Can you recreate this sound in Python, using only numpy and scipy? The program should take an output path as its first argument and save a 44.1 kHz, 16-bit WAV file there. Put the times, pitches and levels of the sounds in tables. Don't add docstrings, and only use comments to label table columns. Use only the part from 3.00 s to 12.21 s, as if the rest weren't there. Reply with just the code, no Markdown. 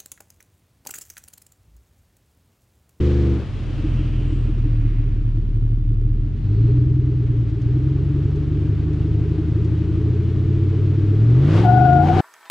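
import sys
import numpy as np
from scipy import signal
from scipy.fft import rfft, irfft, next_fast_len
from scipy.io import wavfile
from scipy.ndimage import uniform_filter1d

SR = 44100
rng = np.random.default_rng(int(sys.argv[2]) if len(sys.argv) > 2 else 0)


def to_wav(s):
    ch = np.atleast_2d(s).T
    pcm = np.round(np.clip(ch, -1, 1) * 32767)
    wavfile.write(sys.argv[1], SR, pcm.astype(np.int16))


N = 406161
TIME = np.arange(N) / SR

# (time [s], speed [rpm])
ENGINE_SPEED = [(0.0, 3090), (0.44, 2845), (0.46, 648), (1.3, 619), (1.8, 561), (3.2, 565), (3.7, 902),
                (3.92, 953), (4.2, 925), (4.55, 835), (4.92, 1027), (5.4, 1096), (6.95, 1238), (7.2, 1347),
                (8.14, 1530), (8.36, 1859), (8.6, 2590), (9.21, 3890)]
# (time [s], gain [dB])
EFFORT = [(0, -24), (.4, -8.5), (.48, -10.5), (.6, -7.5), (.8, -6), (.84, -1.5), (1.3, -0.5), (2.3, -3),
          (3.15, -1), (3.35, -3), (3.6, 3.5), (4.1, -0.5), (4.4, 0), (4.6, -5.5), (4.68, 0.5), (6.3, 0),
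          (8.05, -0.5), (8.2, 1.5), (8.38, 4), (8.52, 4.5), (9.21, 1)]
# (strength [dB], lateness [firing intervals])
CYLINDERS = [(1.5, 0), (-2, 0.15), (4.5, .17), (4, .02), (-1.5, .12), (-1.5, -.03), (1, .03), (-4, 0.15)]
# (harmonic [number], at idle [dB], pulling away [dB], at top revs [dB])
BOOM_HARMONICS = [(3, -53.5, -42.5, -18), (4, -56.5, -53.5, -37), (5, -47.5, -30.5, -16.5),
                  (6, -57.5, -57.5, -22), (8, -16, -17, -17), (11, -35.5, -23.5, -24.5),
                  (13, -55.5, -39.5, -29.5), (16, -21.5, -20, -30), (19, -38.5, -34, -30),
                  (24, -23, -37.5, -42.5), (27, -45, -36, -38.5)]
# (frequency [Hz], gain [dB])
PIPE_RESONANCES = [(20, -28), (36, 0), (42, -5.5), (60, -11), (73, -8.5), (85, -5), (102, 0.5), (118, 2),
                   (135, -0.5), (150, -4.5), (175, -11), (210, -20.5), (270, -16.5), (310, -1.5),
                   (350, -0.5), (430, -26.5), (700, -29)]
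# (harmonic [number], offset [lope rates], level [dB])
LOPE_SIDEBANDS = [(8, 1, -35), (11, 2, -40), (16, -4, -35), (16, -3, -39), (16, -1, -38), (16, 1, -35),
                  (16, 3, -34), (16, 5, -34)]
# (harmonic [number], relative level [dB])
HELD_HARMONICS = [(1, -24), (2, -18), (3, 0.5), (4, -22), (5, -4.5), (6, -15.5), (7, -30), (8, -9.5),
                  (9, -34), (10, -20.5), (11, -14.5), (12, -17), (13, -15.5), (14, -7.5), (15, -22.5),
                  (16, -35), (17, -18), (18, -33), (19, -21.5), (20, -23.5), (21, -29.5), (22, -41)]
# (frequency [Hz], gain [dB])
BURBLE_BAND = [(12, -55.5), (32, 7), (55, 13), (75, -4), (95, 21.5), (130, 16.5), (155, 9), (185, 1),
               (260, -69), (900, -110)]
# (frequency [Hz], gain [dB])
BARK_BAND = [(120, -29), (185, -8.5), (220, -0.5), (255, -7), (303, 3), (335, -5.5), (365, -3.5),
             (425, -6.5), (470, -20), (560, -34), (800, -48.5), (3000, -110)]
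# (position [lopes], width [s], pitch at OPEN_RPM [Hz], rise [Hz/s], level [dB])
LOPE_CHUFFS = [(-.18, .013, 312, 300, -29), (-.025, .008, 325, 1100, -26.5), (.26, .017, 415, 900, -35),
               (.43, .017, 308, 300, -31)]
LOPE_RPM = [680, 850, 1560, 1720]
# (time [s], pitch [Hz], level [dB])
IDLE_CHUFFS = [(.7, 300, -32), (.795, 300, -27), (.852, 305, -20.5), (1.012, 305, -29), (1.332, 310, -25.5),
               (1.5, 305, -24), (1.67, 300, -25), (1.85, 295, -26), (2.0, 295, -35), (2.183, 295, -35),
               (2.382, 315, -32), (2.72, 295, -35), (2.908, 305, -33), (3.09, 305, -37), (3.268, 300, -33)]
# (time [s], pitch [Hz], level [dB])
TYRE_SLIP = [(8.62, 788, -36), (8.654, 717, -19.5), (8.69, 722, -14), (8.73, 728, -14.5), (8.908, 713, -13),
             (9.028, 716, -15), (9.068, 767, -24), (9.108, 716, -15), (9.162, 783, -26),
             (9.184, 740, -16.5), (9.21, 750, -20)]
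# (time [s], level [dB])
RUSH_LEVEL = [(0.04, -45), (0.55, -51), (0.78, -49.5), (1.24, -53), (2.99, -64), (3.68, -56), (3.89, -59),
              (4.75, -55.5), (8.14, -53), (8.4, -49.5), (8.58, -37), (8.68, -46), (9.01, -48), (9.09, -40),
              (9.11, -44.5), (9.16, -38.5), (9.19, -37.5)]
# (frequency [Hz], gain [dB])
RUSH_BODY = [(300, 9), (520, 4.5), (700, -1.5), (850, -3.5), (1020, -4.5), (1250, -3.5), (1900, -11.5),
             (3000, -26.5), (6000, -54.5)]
# (frequency [Hz], gain [dB])
RUSH_HISS = [(900, -4.5), (1900, -1), (3000, -1.5), (4000, -6.5), (5200, -12), (7500, -19.5), (9300, -27),
             (10300, -27.5), (11500, -34.5), (15000, -48)]
# (frequency [Hz], correlation [0..1])
MIC_LIKENESS = [(60, 0.88), (150, 0.94), (370, 0.96), (930, 0.72), (2330, 0.88), (5810, 0.65),
                (14500, 0.062)]
# (peak time [s], length [s], centre [Hz], bandwidth [Hz], level [dB])
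SPITS = [(1.053, 1., 2773, 1000, -52), (1.34, 0.33, 7500, 1500, -70.5), (1.895, 0.67, 2098, 1695, -56.5),
         (3.597, 0.43, 4170, 897, -65.5)]
# (time [s], level [dB])
GRIT_STRIKES = [(4.497, -58), (4.617, -53), (5.358, -56), (5.931, -55), (6.645, -52)]
# (frequency [Hz], gain [dB])
GRIT_SPECTRUM = [(500, -13), (1300, -5), (4000, -5), (6500, -9), (10000, -24), (15000, -55)]

IDLE_RPM, PULL_RPM, OPEN_RPM, TOP_RPM = 584, 960, 1230, 3550
LOPES_PER_CYCLE, FIRST_CHUFF_S = 1.197, .85
HELD_END_S, HELD_FADE_S = .33, .13


def boom(cycles, rpm):
    tones = 0
    for k, *levels_db in BOOM_HARMONICS:
        db = np.interp(np.log(rpm), np.log([IDLE_RPM, PULL_RPM, TOP_RPM]), levels_db)
        tones += amp(db + read(PIPE_RESONANCES, k * rpm / 120)) * sine(k * cycles)
    for k, offset, db in LOPE_SIDEBANDS:
        hz = (k + offset * LOPES_PER_CYCLE) * rpm / 120
        sideband = sine(k * cycles + offset * lope_count(cycles) + .25)
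        tones += loping(rpm) * amp(db + read(PIPE_RESONANCES, hz)) * sideband
    after_held_note = np.clip((TIME - HELD_END_S - HELD_FADE_S) / .02, 0, 1)
    return amp(curve(EFFORT)) * after_held_note * tones


def held_note(cycles, level_db=-18, sag_db_per_s=4):
    tones = sum(amp(db + .5 * wander(hz=9)) * sine(k * cycles + rng.random()) for k, db in HELD_HARMONICS)
    holding = np.clip(1 - (TIME - HELD_END_S) / HELD_FADE_S, 0, 1)
    return amp(level_db - sag_db_per_s * TIME) * holding * tones


def firings(cycles, scatter_db, jitter_s):
    count = np.arange(int(cycles[-1] * len(CYLINDERS)))
    db, late = np.array(CYLINDERS)[count % len(CYLINDERS)].T
    burn, jitter = rng.standard_normal((len(count), 2)).T
    times = np.interp((count + late) / len(CYLINDERS), cycles, TIME) + jitter_s * jitter
    return np.clip(np.round(times * SR).astype(int), 0, N - 1), amp(db + scatter_db * burn)


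def burble(cycles, rpm, level_db=-26.5, db_per_octave=-1.5, even_burn_db=2.5):
    at, force = firings(cycles, scatter_db=4.5, jitter_s=.0005)
    uneven = .3 * unit(force - force.mean()) + rng.uniform(-.91, 1, len(at))
    ring = steady(pipe(np.bincount(at, uneven, N), BURBLE_BAND), samples=1500)
    revs_db = db_per_octave * np.log2(rpm / OPEN_RPM) - even_burn_db * load(rpm)
    return amp(level_db + .39 * curve(EFFORT) + revs_db) * ring


def bark(cycles, rpm, level_db=-25.5, idle_db=-7, db_per_octave=-.5, idle_edge_hz=328, full_flow_db=-49.5):
    at, force = firings(cycles, scatter_db=5, jitter_s=.00022)
    pull = load(rpm)
    pulses = np.bincount(at, force, N)
    puffs = decay(pulses, seconds=.018) * rng.standard_normal(N)
    puffiness = 2.4 - 1.4 * pull
    sharp = pipe(unit(pulses) + puffiness * unit(puffs), BARK_BAND)
    soft = shaped(sharp, lambda f: 1 / np.sqrt(1 + (f / idle_edge_hz) ** 8))
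    ring = steady(soft + pull * (sharp - soft), samples=1400)
    effort_db = .87 * curve(EFFORT) + .31 * np.minimum(curve(RUSH_LEVEL) - full_flow_db, 0)
    revs_db = db_per_octave * np.log2(rpm / OPEN_RPM) + idle_db * (1 - pull)
    give_way_db = 6 * loping(rpm) + np.interp(rpm, [1550, 1900], [0, 5])
    return amp(level_db + effort_db + revs_db - give_way_db) * ring


def lope(cycles, rpm, uneven_db=2, jitter_s=.00022, drift_hz=5):
    count, lope_hz = lope_count(cycles), LOPES_PER_CYCLE * rpm / 120
    beat = 0
    for position, width, hz, rise, db in LOPE_CHUFFS:
        from_centre_s = ((count - position + .5) % 1 - .5) / lope_hz + jitter_s * wander(drift_hz)
        pitch = hz * (rpm / OPEN_RPM) ** .11
        beat += amp(db + uneven_db * wander(drift_hz)) * chuff(from_centre_s, pitch, width, rise)
    return amp(.19 * curve(EFFORT)) * loping(rpm) * (TIME > FIRST_CHUFF_S) * beat


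def idle_chuffs(width_s=.012, rise_hz_per_s=800):
    return sum(amp(db) * chuff(TIME - s, hz, width_s, rise_hz_per_s) for s, hz, db in IDLE_CHUFFS)


def chuff(t, hz, width_s, rise_hz_per_s):
    return np.exp(-(t / width_s) ** 2) * sine(hz * t + rise_hz_per_s * t ** 2 / 2)


def tyre_squeal(cycles, shudder_db=1.5, shudder_bend=.011, left_db=.5, right_db=-8):
    shudder = np.cos(2 * np.pi * cycles)
    turns = np.cumsum(curve(TYRE_SLIP) * (1 + .01 * wander(hz=60) + shudder_bend * shudder)) / SR
    level_db = curve(TYRE_SLIP, column=2)
    lock = np.interp(level_db, [-28.5, -13.5], [.58, 1])
    octave = unit(sine(2 * turns) + .45 * noise_band(2 * turns, half_width_hz=20))
    tone = amp(.7) * sine(turns) + lock ** 2 * amp(-15.5) * octave
    shake = amp(.6 * wander(hz=50) + shudder_db * shudder)
    scrub = noise_band(1.1 * turns, half_width_hz=86)
    squeal = np.sqrt(lock) * tone * shake + np.sqrt(1 - lock) * scrub
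    return squeal * amp(level_db) * during(TYRE_SLIP) * amp([[left_db], [right_db]])


def rush(cycles, rpm, flutter_db=.5, lean_db=1.15):
    body_db = 9.5 + 6 * rpm / TOP_RPM + .27 * curve(EFFORT)
    noise = amp(body_db) * stereo_noise(RUSH_BODY) + amp(1) * stereo_noise(RUSH_HISS)
    throb = 1 + .033 * np.cos(2 * np.pi * len(CYLINDERS) * cycles)
    level_db = curve(RUSH_LEVEL) + flutter_db * wander(hz=31)
    return noise * throb * amp(level_db) * amp([[lean_db], [-lean_db]])


def buffet(rpm, level_db=-35.5, low_hz=45, edge_hz=101):
    noise = rng.standard_normal((2, N))
    gusts = shaped(noise, lambda f: f / np.hypot(f, low_hz) / (1 + (f / edge_hz) ** 3))
    return amp(level_db) * (rpm / rpm.mean()) ** .082 * unit(gusts)


def spits():
    return sum(amp(db) * np.exp(-(2 * (TIME - s) / length) ** 2) * noise_band(hz * TIME, width / 2)
               for s, length, hz, width, db in SPITS)


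def grit_ticks():
    times, db = np.transpose(GRIT_STRIKES)
    strikes = np.bincount(np.round(times * SR).astype(int), amp(db), N)
    return decay(strikes, seconds=.011) * stereo_noise(GRIT_SPECTRUM)


def load(rpm):
    return np.clip((rpm - IDLE_RPM) / (OPEN_RPM - IDLE_RPM), 0, 1)


def loping(rpm):
    return np.interp(rpm, LOPE_RPM, [0, 1, 1, 0])


def lope_count(cycles):
    return LOPES_PER_CYCLE * (cycles - np.interp(FIRST_CHUFF_S, TIME, cycles))


def pipe(x, passband, size=16384):
    log_gain = np.log(amp(read(passband, abs(np.fft.fftfreq(size, 1 / SR)))))
    ring = np.fft.ifft(np.exp(np.conj(signal.hilbert(log_gain)))).real
    return signal.oaconvolve(x, ring[:size // 2])[:N]


def stereo_noise(spectrum):
    common, apart = rng.standard_normal((2, N))
    mid = shaped(common, lambda f: amp(read(spectrum, f)) * np.sqrt(1 + read(MIC_LIKENESS, f)))
    side = shaped(apart, lambda f: amp(read(spectrum, f)) * np.sqrt(1 - read(MIC_LIKENESS, f)))
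    return np.array([mid + side, mid - side]) / mid.std()


def noise_band(turns, half_width_hz):
    angle = 2 * np.pi * turns
    return wander(half_width_hz) * np.cos(angle) + wander(half_width_hz) * np.sin(angle)


def wander(hz):
    return unit(shaped(rng.standard_normal(N), lambda f: 1 / (1 + (f / hz) ** 4)))


def sine(turns):
    return np.sqrt(2) * np.cos(2 * np.pi * turns)


def decay(pulses, seconds):
    return signal.lfilter([1], [1, -np.exp(-1 / (seconds * SR))], pulses)


def steady(x, samples):
    power = uniform_filter1d(uniform_filter1d(x ** 2, samples), samples)
    return x / np.sqrt(abs(power) + 1e-14)


def shaped(x, gain):
    size = next_fast_len(N)
    return irfft(rfft(x, size) * gain(np.fft.rfftfreq(size, 1 / SR)), size)[..., :N]


def read(spectrum, hz):
    f, value = np.transpose(spectrum)
    return np.interp(np.log(hz + 1), np.log(f + 1), value)


def curve(rows, column=1):
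    rows = np.array(rows)
    return np.interp(TIME, rows[:, 0], rows[:, column])


def during(rows, fade_s=.022):
    start, end = rows[0][0], rows[-1][0]
    return np.interp(TIME, [start - fade_s, start, end, end + fade_s], [0, 1, 1, 0])


def amp(db):
    return 10 ** (np.asarray(db) / 20)


def unit(x):
    return x / np.sqrt(np.mean(x ** 2) + 1e-20)


def scene():
    rpm = curve(ENGINE_SPEED)
    cycles = np.cumsum(rpm / 120) / SR
    exhaust = boom(cycles, rpm) + held_note(cycles) + burble(cycles, rpm) + bark(cycles, rpm)
    exhaust += lope(cycles, rpm) + idle_chuffs()
    lean = amp(load(rpm) * [[.25], [-.25]])
    return exhaust * lean + tyre_squeal(cycles) + rush(cycles, rpm) + buffet(rpm) + spits() + grit_ticks()


def record(dry):
    ends = signal.windows.tukey(N, .0012)
    lowpass = signal.firwin(511, 15000, window=("kaiser", 9), fs=SR)
    return signal.oaconvolve(dry * ends, lowpass[None], "same")


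dry = scene()
out = record(dry)
to_wav(out)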